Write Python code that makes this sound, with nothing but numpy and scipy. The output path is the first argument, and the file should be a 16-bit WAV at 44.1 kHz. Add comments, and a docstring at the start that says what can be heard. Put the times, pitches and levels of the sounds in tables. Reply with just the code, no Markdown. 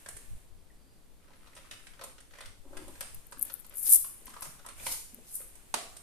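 """Cats feed in a wire cage in a hard, tiled room, heard from the stereo microphones of a hand-held camera.
Paws bump and scrape; light knocks sound the tray, frame, wires and bars. A faint, thin whistle wavers.
The door squeaks and rubs as a hand swings it open and reaches in. Something crisp crackles right by the
left microphone, a few scuffs follow, and one sharp clack rings through the room. Underneath lie the
soft stir of fur and chewing, room tone and a faint handling rumble."""
import sys
import numpy as np
from scipy import signal
from scipy.fft import rfft, irfft, next_fast_len
from scipy.io import wavfile
from scipy.ndimage import uniform_filter1d, map_coordinates

SR = 44100
rng = np.random.default_rng(int(sys.argv[2]) if len(sys.argv) > 2 else 0)


def put_to_file(sound):
    """Save the sound as 16-bit audio at rate SR, in the file named by the first command-line argument."""
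    columns = np.atleast_2d(sound).T  # one column per channel
    safe = np.clip(columns, -1, 1)
    whole_steps = np.round(safe * 32767)
    wavfile.write(sys.argv[1], SR, whole_steps.astype(np.int16))


N = 265482

# Levels in the tables are relative: each layer gets its own gain further down.
# light knocks on the cage: start_s, level_db, tray_offset_db, wires_offset_db, bar_offset_db, bar_hz
KNOCKS = [(0.06, -45.5, -8.5, -3, 5.5, 1600), (0.0864, -49.5, -30, 13, 0, 2130),
          (0.166, -54, -18, 13, -1, 1780), (1.241, -65, -21, -15, 1, 1310), (1.284, -71, -6, -15, 2, 1290),
          (1.304, -64, 4, -15, -3, 1000), (1.332, -59, -11, -12, -1, 1900),
          (1.442, -69, -17, -14, -1, 1260), (1.4704, -52, -12, -18, -2, 1140),
          (1.48, -62, -15, -12, -4, 1480), (1.531, -61.5, -5, -19, 11, 1790),
          (1.551, -60, -19, 11, -12, 1870), (1.564, -47, -13.5, -5, -9, 1290),
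          (1.573, -50, -10, -3, -1, 1770), (1.583, -57, -9, -8, -5, 1270), (1.647, -63, -15, -15, 9, 1240),
          (1.657, -56.5, -20, -10, 4, 1790), (1.7107, -36.5, -38, -8, -5, 3110),
          (1.718, -45.5, -34, -3.5, -16, 1620), (1.732, -45.5, -31, -8, -3, 2960),
          (1.8681, -45, -22, -7.5, 0, 2050), (1.9332, -53.5, -15, -16, 5, 1640),
          (1.9925, -50, -5, -12, 6.5, 1530), (2.011, -42, -6.5, -11, 2, 1140),
          (2.019, -43.5, -5, -16, -3, 1700), (2.0372, -45.5, -4, 8, -5, 1680),
          (2.1807, -49.5, -13.5, -11, -6, 1590), (2.203, -54, -12.5, 4, -10, 1890),
          (2.308, -55.5, -9, -19, 0, 1520), (2.335, -51.5, -11, -18, 6, 1800),
          (2.354, -52, -14, -19, 1, 1700), (2.37, -55, -10, -19, -2, 1400), (2.385, -50, -5, -4, 4, 1880),
          (2.406, -42, -8.5, -6, 1.5, 1650), (2.4505, -56, -22, -4, 2, 1980),
          (2.457, -45, -30, -2.5, -3, 4320), (2.733, -60, 0, -17, 17, 930),
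          (2.769, -42.5, -13, 0, -1, 1640), (2.8803, -53.5, -1, 4.5, 3, 750),
          (2.953, -52.5, -9, -16, 2, 1590), (3.0074, -34.5, -21, 0.5, -8, 1270),
          (3.025, -46.5, -11, 1, -8, 1490), (3.322, -43.5, -10, 1, 0.5, 1080),
          (3.37, -57.5, -8, -7, 9, 1300), (3.4981, -42, -16, -16, -9, 1150),
          (3.645, -53.5, -11, 4, -4.5, 1340), (4.044, -45.5, -18, -21, 1, 1095),
          (4.2667, -50.5, -26, 6.5, 5, 1880), (4.278, -52.5, -25, -6, 8, 1060),
          (4.301, -51.5, -19, 1, 0, 1080), (4.337, -50, -17, -1, 6.5, 1300),
          (4.364, -49.5, -5, -15, 10, 1150), (4.421, -43.5, -7, 6, 2, 1160), (4.441, -54, -10, -2, 4, 1030),
          (4.452, -50, -5, 7, 8, 1250), (4.548, -59, -12, -15, 6, 1250), (4.592, -54, -9, -16, 3.5, 1320),
          (4.647, -57.5, -11, -11, 15, 1150), (4.6622, -46, -11.5, 3, 5, 950),
          (4.686, -44.5, -20, 1.5, -9, 1170), (4.797, -49, -15, -12, 5, 2390),
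          (4.8641, -32.5, -15, -2, 0.5, 2344), (4.867, -43.5, -8, 7, 10.5, 946),
          (5.553, -63, -26, 14.5, -8, 1970), (5.9654, -57, -20, 13, 7, 4500)]
# spectra of the hollow floor tray, the frame and the thin wires: frequency_hz, level_db
TRAY_TONE = [(120, -15), (300, -11.5), (550, 10), (750, 1.5), (1100, 5), (1600, -21.5)]
FRAME_TONE = [(300, -13.5), (650, -13), (1000, -10.5), (1600, -1), (2400, -5), (3200, -3), (5000, -5.5),
              (7500, -12), (12000, -39.5)]
WIRE_TONE = [(1500, -7.5), (3500, -15.5), (5000, -10), (7000, -6.5), (9000, 4), (10200, -3), (12000, -5.5),
             (14200, -22)]
# soft paw bumps on the cage floor: start_s, level_db, pitch_hz
PAW_BUMPS = [(3.372, -62.5, 246), (4.219, -64.5, 403), (4.28, -64, 246), (4.468, -62, 156),
             (4.797, -67, 192), (5.13, -61, 253), (5.185, -60, 470), (5.402, -60.5, 450)]
# scrapes along the wires, and at 2.8 s gritty catches of the rubbing door: middle_s, length_s, level_db
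SCRAPES = [(1.31, 0.27, -67), (1.46, 0.21, -67), (1.585, 0.032, -61), (1.66, 0.13, -65), (1.8, 0.62, -67),
           (2.08, 0.13, -64), (2.41, 0.18, -58), (2.8, 0.17, -59.5), (3.06, .12, -62.5), (3.73, 0.057, -55),
           (4.47, 0.17, -61), (4.69, 0.063, -53.5), (5.41, 0.047, -60)]
# crisp crackles right by the left microphone: start_s, level_db
CRACKLES = [(3.008, -33.5), (3.1463, -36), (3.2685, -47.5), (3.3135, -47), (3.384, -44), (3.3942, -33.5),
            (3.4124, -29), (3.421, -24), (3.4273, -18.5), (3.435, -33), (3.4520, -32.5), (3.5215, -42),
            (3.5332, -38), (3.54, -28), (3.5515, -42), (3.5927, -44), (3.599, -41), (3.6067, -43.5),
            (3.6225, -53), (3.6653, -45), (3.696, -39.5), (3.7413, -41), (3.7563, -38), (3.771, -31),
            (3.7812, -30), (3.829, -32), (3.894, -23), (3.9352, -16), (3.9497, -22), (3.957, -15),
            (4.257, -39.5), (4.2945, -46), (4.409, -39), (4.42, -47), (4.6625, -44), (5.1456, -42),
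            (5.3548, -29)]
# pushes of the close rustle: peak_s, level_db, left_over_right_db
RUSTLE_PUSHES = [(3.764, -40, 2), (3.785, -34, 4), (3.8, -31.5, 7), (3.816, -37, 6), (3.836, -29, 7),
                 (3.86, -27.5, 4), (3.877, -24.5, 3), (3.902, -18, 3), (3.913, -22, -1), (3.927, -14, -1),
                 (3.936, -14, 1), (3.948, -15, 1), (3.962, -18, 2)]
# short hissing, rasping strokes: peak_s, level_db, rasp_offset_db, rise_db_per_s
STROKES = [(3.868, -40.5, 8, 800), (3.923, -45.5, 2, 1000), (3.962, -44, 4, 1000), (4.428, -45.5, 6, 1500),
           (4.871, -42, 4, 417), (4.925, -36.5, 4, 331), (5.288, -64, 14, 331), (5.357, -39.5, -24, 331)]
# spectra of the scrapes, crackles, rustle and the two parts of a stroke: frequency_hz, level_db
SCRAPE_TONE = [(250, -26), (550, -2.5), (850, -13), (1150, 1.5), (1700, -3), (2400, -4.5), (3500, -11),
               (6000, -16), (12000, -49)]
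CRACKLE_TONE = [(2000, -48), (6000, -30.5), (8000, -14.5), (9200, -5.5), (10800, -3.5), (12000, 1.5),
                (13000, -6.5), (14300, -9)]
RUSTLE_TONE = [(1000, -58), (2500, -47), (3500, -33.5), (5000, -26), (7000, -14.5), (8200, -8.5),
               (9200, 2.5), (10000, -4), (10900, 2.5), (12300, 0), (14200, -10)]
HISS_TONE = [(3000, -31), (6500, -11), (8000, -2.5), (9100, 6), (10200, 3), (12000, 4), (14200, -10)]
RASP_TONE = [(200, -5), (1000, -4.5), (3000, -3.5), (5000, 5), (7000, 4), (10000, -1)]
# resonances of the clacking thing, and of the cage floor after it: pitch_hz, level_db, t60_s
CLACK_MODES = [(320, -42, 0.065), (920, 3, 0.01), (4470, -8.5, 0.015), (6080, -3, 0.0091),
               (8950, -2.5, 0.014)]
FLOOR_MODES = [(422, -51, 0.55), (684, -43, 0.53), (1180, -55.5, 0.93)]
# hinge squeaks and, in the second row, a faint whistle: start_s, length_s, from_hz, to_hz, level_db
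THIN_TONES = [(0.699, 0.015, 1940, 1720, -57), (0.72, 0.31, 4766, 4720, -74.5),
              (1.35, 0.056, 10840, 10800, -64), (1.385, 0.13, 9000, 8300, -73),
              (1.808, 0.11, 10700, 10830, -62)]
# the door rubbing as it swings wide: middle_s, length_s, level_db
DOOR_RUBS = [(2.77, 0.27, -52.5), (2.885, 0.061, -54)]
# cats shifting their fur and paws: middle_s, length_s, level_db
STIRS = [(0.08, 0.96, -56), (1.75, 1, -62.5), (2.4, 0.32, -61.5), (3.0, 0.72, -55), (3.48, 0.1, -50.5),
         (3.89, 0.22, -52), (4.41, 0.47, -56), (4.83, 0.15, -45), (5.9, 0.43, -61)]
# spectra of the clack's crack, the rubbing door and the stirring cats: frequency_hz, level_db
CRACK_TONE = [(100, -20), (250, -0.5), (500, -1.5), (750, 0), (1100, 4.5), (1500, -0.5), (2500, -1),
              (4500, -2), (6000, -5.5), (9000, -1.5), (11000, -6), (14000, -17)]
RUB_TONE = [(120, -31), (220, -4), (285, 7), (370, 5), (450, -14), (540, 3.5), (680, -11), (950, -6),
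            (1400, -20.5), (3000, -35)]
STIR_TONE = [(100, -4), (250, -4), (600, 0), (1200, -2.5), (2500, -1), (5000, -8.5), (9000, 2), (14000, -5)]
# jolts of the hand that holds the camera: middle_s, length_s, level_db
JOLTS = [(0.15, 0.08, -47), (0.33, 0.12, -37), (0.56, 0.31, -52.5), (2.48, 0.075, -42), (2.8, 0.67, -50),
         (3.16, 0.11, -45), (4.83, 0.38, -50)]
# spectra of the handling rumble and the room tone: frequency_hz, level_db
RUMBLE_TONE = [(15, 7), (30, -3), (55, -4.5), (100, -11), (170, -23.5), (300, -42), (600, -91)]
ROOM_TONE = [(25, -0.5), (70, -21), (140, -12.5), (300, -14.5), (800, -24), (2400, -35), (4500, -31),
             (7000, -40.5), (9000, -56), (14000, -42.5)]
# reverberation of the tiled room: frequency_hz, t60_s
ROOM_DECAY = [(150, 0.5), (600, 0.31), (2500, 0.47), (6000, 0.51), (9000, 0.52), (14000, 0.36)]
# treble balance of the two microphone ports: frequency_hz, left_over_right_db
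PORT_BALANCE = [(4000, 0.5), (6500, -0.0), (8000, -4.5), (9000, -9), (10000, -1), (11000, 10), (12200, 8),
                (14000, 3.5)]

FIRM_DB, NOTE_LOSS_DB_PER_DB = -29.5, 0.3  # the further below firm a knock is, the less its bar sings
CLACK_S = 5.7408
CALM_DB, LIVELY_DB, DOOR_OPEN_S, ROUSE_S = -66.5, -58.5, 3.1, 1.8  # the cats liven up as the door opens
BAND_LIMIT_HZ = 14300


def knocks():
    """Each knock sounds the tray, frame, thin wires and the struck bar, which rings if the blow is firm."""
    tray, frame, wires, bars = np.zeros((4, 2, N))
    t = np.arange(SR // 8) / SR
    note_fade = amp(1.5 - 60 * t / 0.015) * (1 - np.exp(-t / 0.00053))
    for s, db, tray_db, wires_db, bar_db, hz in KNOCKS:
        add(tray, s, amp(db + tray_db) * contact(t60=0.031, alike=1.0, rebound_db=-6.0))
        add(frame, s, amp(db) * contact(t60=0.032, alike=0.21, rebound_db=-6.5))
        add(wires, s, amp(db + wires_db) * contact(t60=0.029, alike=0.083, rebound_db=-7.0))
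        blow = contact(t60=0.021, alike=0.3, rebound_db=-6.5)
        add(bars, s, amp(db + bar_db - 2) * resonant(blow, hz, q=1.98))
        firmness = amp(NOTE_LOSS_DB_PER_DB * min(db + bar_db - FIRM_DB, 0))
        add(bars, s, amp(db + bar_db) * firmness * note_fade * np.sin(2 * np.pi * hz * t))
    tray = amp(4.5) * coloured(tray, TRAY_TONE)
    frame = amp(-1.4) * coloured(frame, FRAME_TONE)
    wires = amp(2.5) * coloured(wires, WIRE_TONE)
    return bars + tray + frame + wires


def contact(t60, alike, rebound_db):
    """A touch and two quick rebounds; each spot of the cage stresses other resonances."""
    touch = burst(t60, alike)
    size = touch.shape[1]
    touch *= 1 - np.exp(-np.arange(size) / SR / 0.0012)
    for delay_s in rng.uniform(0.0012, 0.0078, size=2):
        touch += amp(rebound_db) * np.roll(burst(t60, alike), int(delay_s * SR), axis=1)
    hz = np.fft.rfftfreq(size, 1 / SR)
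    ripple = map_coordinates(rng.standard_normal(64), [12 * np.log(1 + hz / 900)], mode="nearest")
    spot_colour = amp(3 * np.tanh(ripple))
    lead = SR // 100  # space for the filter's pre-ring, which is cut off
    return irfft(rfft(np.roll(touch, lead, axis=1)) * spot_colour, size)[:, lead:]


def paws():
    """Things catch and scrape along the wires, the rubbing door grates, and paws bump dully on the cage floor."""
    scraping = coloured(catches(per_s=110, t60=0.016), SCRAPE_TONE)
    out = amp(-1) * gestures(SCRAPES) * scraping
    for s, db, hz in PAW_BUMPS:
        pad = signal.butter(2, [hz / 1.28, hz * 1.26], "band", fs=SR, output="sos")
        thud = signal.sosfilt(pad, burst(t60=0.067, alike=0.88))
        add(out, s, amp(db + 10.5) * thud / np.abs(thud).max())
    return out


def catches(per_s, t60):
    """Tiny catches at uneven gaps, each dying at once; stereo, rms 1."""
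    starts = np.cumsum(rng.uniform(0.3, 1.7, size=4000)) * SR / per_s
    sizes = amp(rng.uniform(-9, 0, size=4000))
    impulses = np.bincount(starts.astype(int), sizes ** 2, minlength=N)[:N]
    power = signal.lfilter([1], [1, -amp(-60 / (t60 * SR)) ** 2], impulses)
    return unit(np.sqrt(power) * pair(0.21))


def crackles():
    """Brief snaps splinter and crumble, so close that the left microphone gets far more of them."""
    snaps = np.zeros((2, N))
    snap_t60_s, splinter_gap_s = 0.0039, 0.0026
    for s, db in CRACKLES:
        gain = amp(db + 6.5) * panned(12.5)
        crumbs = amp(-24) * burst(t60=0.04, alike=0)
        add(snaps, s, gain * (burst(snap_t60_s, alike=0) + crumbs))
        for delay_s in splinter_gap_s * np.cumsum(rng.uniform(0.32, 1, size=2)):  # two weaker splinters
            add(snaps, s + delay_s, gain * amp(-7.5) * burst(snap_t60_s, alike=0))
    return coloured(snaps, CRACKLE_TONE)


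def rustle():
    """Close up, a crisp rustle swells out of dense snaps in a few pushes, each stopping short."""
    pushes = [amp(db) * panned(side_db) * swell(s, rise_db_per_s=798, fall_db_per_s=1100)
              for s, db, side_db in RUSTLE_PUSHES]
    level = np.sqrt(sum(push ** 2 for push in pushes))
    return level * unit(coloured(grainy(per_s=700, spread_db=2), RUSTLE_TONE))


def strokes():
    """Short hissing, rasping strokes: the first three roughen the close rustle, the rest are scuffs."""
    out = np.zeros((2, N))
    hiss = amp(3) * coloured(grainy(per_s=2000, spread_db=4), HISS_TONE)
    rasp = coloured(grainy(per_s=450, spread_db=4), RASP_TONE)
    for s, db, rasp_db, rise in STROKES:
        out += amp(db) * swell(s, rise, fall_db_per_s=556) * (hiss + amp(rasp_db - 5.5) * rasp)
    return out


def clack():
    """One hard blow, nearer the right microphone: well-damped modes and a sharp crack."""
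    t = np.arange(SR // 8) / SR
    ring = sum(amp(db - 60 * t / t60) * np.sin(2 * np.pi * hz * t) for hz, db, t60 in CLACK_MODES)
    ring *= 1 - np.exp(-t / 0.00075)
    modes, crack = np.zeros((2, 2, N))
    add(modes, CLACK_S, np.array([np.roll(ring, 7), ring]))  # reaches the left port a little later
    add(crack, CLACK_S, burst(t60=0.026, alike=0.17) * (1 - np.exp(-t / 0.0017)))
    return panned(-1.6) * (amp(-14.5) * modes + amp(-17) * coloured(crack, CRACK_TONE))


def shudder():
    """The cage floor trembles on after the clack, in a few fuzzy bands."""
    t = np.arange(SR // 2) / SR
    out = np.zeros((2, N))
    for hz, db, t60 in FLOOR_MODES:
        band = resonant(pair(0.45, size=len(t)), hz, q=3.9)
        add(out, CLACK_S, amp(db - 60 * t / t60) * band)
    return out


def clack_echo():
    """The room returns the clack as an even wash with the colour of its crack."""
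    wash = np.zeros((2, N))
    add(wash, CLACK_S, walls())
    return amp(-3) * coloured(wash, CRACK_TONE)


def door_rub():
    """The door rubs with a low judder as it swings wide."""
    judder = grainy(per_s=110, spread_db=3.8, alike=0.88)
    return gestures(DOOR_RUBS) * coloured(judder, RUB_TONE)


def thin_tones():
    """Unsteady glides: brief hinge squeaks, and a faint, thin, wavering whistle near 4.7 kHz."""
    tones = np.zeros((2, N))
    for s, length, from_hz, to_hz, db in THIN_TONES:
        arch = np.sin(np.linspace(0, np.pi, int(length * SR)))
        glide_hz = np.linspace(from_hz, to_hz, len(arch)) * (1 - 0.0213 * (1 - arch))  # sags at both ends
        hz = glide_hz + 60 * wobble(150)[:len(arch)]
        add(tones, s, amp(db) * arch * np.sin(2 * np.pi * np.cumsum(hz) / SR))
    return amp(3 * wobble(60) - 2) * tones


def stirring():
    """Fur, paws and chewing make a soft, grainy bed that swells whenever a cat shifts."""
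    roused = np.clip((np.arange(N) / SR - DOOR_OPEN_S) / ROUSE_S + 0.5, 0, 1)
    level = gestures(STIRS, rest=amp(CALM_DB + (LIVELY_DB - CALM_DB) * roused))
    return amp(-1.5) * level * coloured(grainy(per_s=900, spread_db=1, alike=0.028), STIR_TONE)


def handling():
    """The hand on the camera makes a lumpy rumble, stronger in the left microphone."""
    rumble = unit(coloured(pair(0.14), RUMBLE_TONE) * amp(0.47 * wobble(21.64)))
    return gestures(JOLTS, rest=amp(-57)) * panned(5) * rumble


def room_tone():
    """The steady, low hush of the room."""
    return amp(-62) * coloured(pair(0.42), ROOM_TONE)


def room(x):
    """The hard walls answer a sound with a diffuse tail, drawn afresh each time."""
    mono = x.sum(axis=0)[None] / np.sqrt(2)
    return signal.fftconvolve(mono, walls(), axes=1)[:, :N]


def walls():
    """A diffuse tail: each frequency dies at its own speed; long waves reach both microphones alike."""
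    hz, t, (mid, side) = signal.stft(pair(0, size=SR * 3 // 4), SR, nperseg=512)
    apart = (hz / np.hypot(hz, 600))[:, None]
    field = np.array([mid + apart * side, mid - apart * side]) / np.hypot(1, apart)
    decay = amp(-60 * t / along(ROOM_DECAY, hz)[:, None])
    tail = signal.istft(field * decay, SR, nperseg=512)[1]
    spectrum = rfft(tail, SR)  # one bin per Hz; evened out, so the tail has no pitch of its own
    local_power = uniform_filter1d(np.abs(spectrum) ** 2, size=120)
    spectrum *= np.sqrt(along(ROOM_DECAY, np.arange(spectrum.shape[1])) / local_power)
    tail = irfft(spectrum, SR)[:, :tail.shape[1]]
    tail *= 1 - np.exp(-np.arange(tail.shape[1]) / SR / 0.00064)
    return tail / np.linalg.norm(tail[0])


def amp(db):
    """Decibels to gain."""
    return 10 ** (np.asarray(db) / 20)


def unit(x):
    """Scale to rms 1."""
    return x / np.sqrt(np.mean(x ** 2) + 1e-20)


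def along(points, hz):
    """Read (frequency_hz, value) points on a log frequency axis."""
    frequencies, values = np.transpose(points)
    return np.interp(np.log(hz + 1), np.log(frequencies + 1), values)


def wobble(per_s):
    """A smooth random curve with per_s knots a second."""
    return map_coordinates(rng.standard_normal(int(N * per_s / SR) + 4), [np.arange(N) * per_s / SR])


def coloured(x, spectrum):
    """Causal filter with the given spectrum; white noise keeps its power."""
    size = 2 * next_fast_len(N // 2 + 8192)
    gain = unit(amp(along(spectrum, np.fft.rfftfreq(size, 1 / SR))))
    cepstrum = irfft(np.log(gain), size)
    cepstrum[1:size // 2] *= 2  # folded for minimum phase
    cepstrum[size // 2 + 1:] = 0
    return irfft(rfft(x, size) * np.exp(rfft(cepstrum)), size)[..., :N]


def resonant(x, hz, q):
    """One resonance with steep skirts; white noise keeps its power."""
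    b, a = signal.iirpeak(hz, q, fs=SR)
    return signal.lfilter(b, a, signal.lfilter(b, a, x)) * np.sqrt(2 * SR * q / (np.pi * hz))


def pair(alike, size=N):
    """White noise for two microphones that share the fraction `alike` of its power."""
    common, *own = rng.standard_normal((3, size))
    return np.sqrt(alike) * common + np.sqrt(1 - alike) * np.array(own)


def burst(t60, alike):
    """Stereo noise that falls 60 dB in t60 seconds."""
    t = np.arange(SR // 8) / SR
    return pair(alike, size=len(t)) * amp(-60 * t / t60)


def grainy(per_s, spread_db, alike=0):
    """Stereo noise of rms 1 made of tiny slips of uneven size."""
    return unit(pair(alike) * amp(spread_db * np.clip(wobble(per_s), -2, 2)))


def swell(peak_s, rise_db_per_s, fall_db_per_s):
    """Gain of a push that grows to its peak and then dies."""
    t = np.arange(N) / SR - peak_s
    return amp(np.minimum(rise_db_per_s * t, -fall_db_per_s * t))


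def gestures(rows, rest=0):
    """Gain of smooth movements (middle_s, length_s, level_db), added in power to a resting gain."""
    t = np.arange(N) / SR
    arches = [amp(db) * np.cos(np.pi * np.clip((t - s) / length, -0.5, 0.5)) for s, length, db in rows]
    return np.sqrt(rest ** 2 + np.sum(np.square(arches), axis=0))


def panned(left_db):
    """Microphone gains with the left one left_db above the right, at constant power."""
    gains = amp(np.array([left_db, -left_db]).reshape(2, -1) / 2)
    return gains / np.sqrt(np.mean(gains ** 2, axis=0))


def add(track, s, sound):
    """Mix a sound into a track at s seconds."""
    part = track[:, round(s * SR):][:, :sound.shape[-1]]
    part += sound[..., :part.shape[-1]]


def scene():
    """The crackles and crisp rustle stay nearly dry; the cage, door and strokes carry more of the room."""
    cage = knocks() + paws()
    snaps, crisp, rasps = crackles(), rustle(), strokes()
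    tones_and_rub = thin_tones() + door_rub()
    blow = clack()
    reverb = room(amp(-2.5) * cage + amp(-5.5) * tones_and_rub)
    reverb += room(amp(-13) * snaps + amp(-10.5) * crisp + rasps)
    direct = cage + snaps + crisp + rasps + tones_and_rub + blow + shudder()
    return direct + clack_echo() + reverb + stirring() + handling() + room_tone()


def record(dry):
    """Each microphone port colours the treble in its own way; the camera cuts off at its band limit."""
    size = next_fast_len(N + 8192)
    hz = np.fft.rfftfreq(size, 1 / SR)
    heard = rfft(dry, size) * panned(along(PORT_BALANCE, hz))
    return irfft(heard / np.sqrt(1 + (hz / BAND_LIMIT_HZ) ** 300), size)[:, :N]


dry = scene()
out = record(dry)
put_to_file(out)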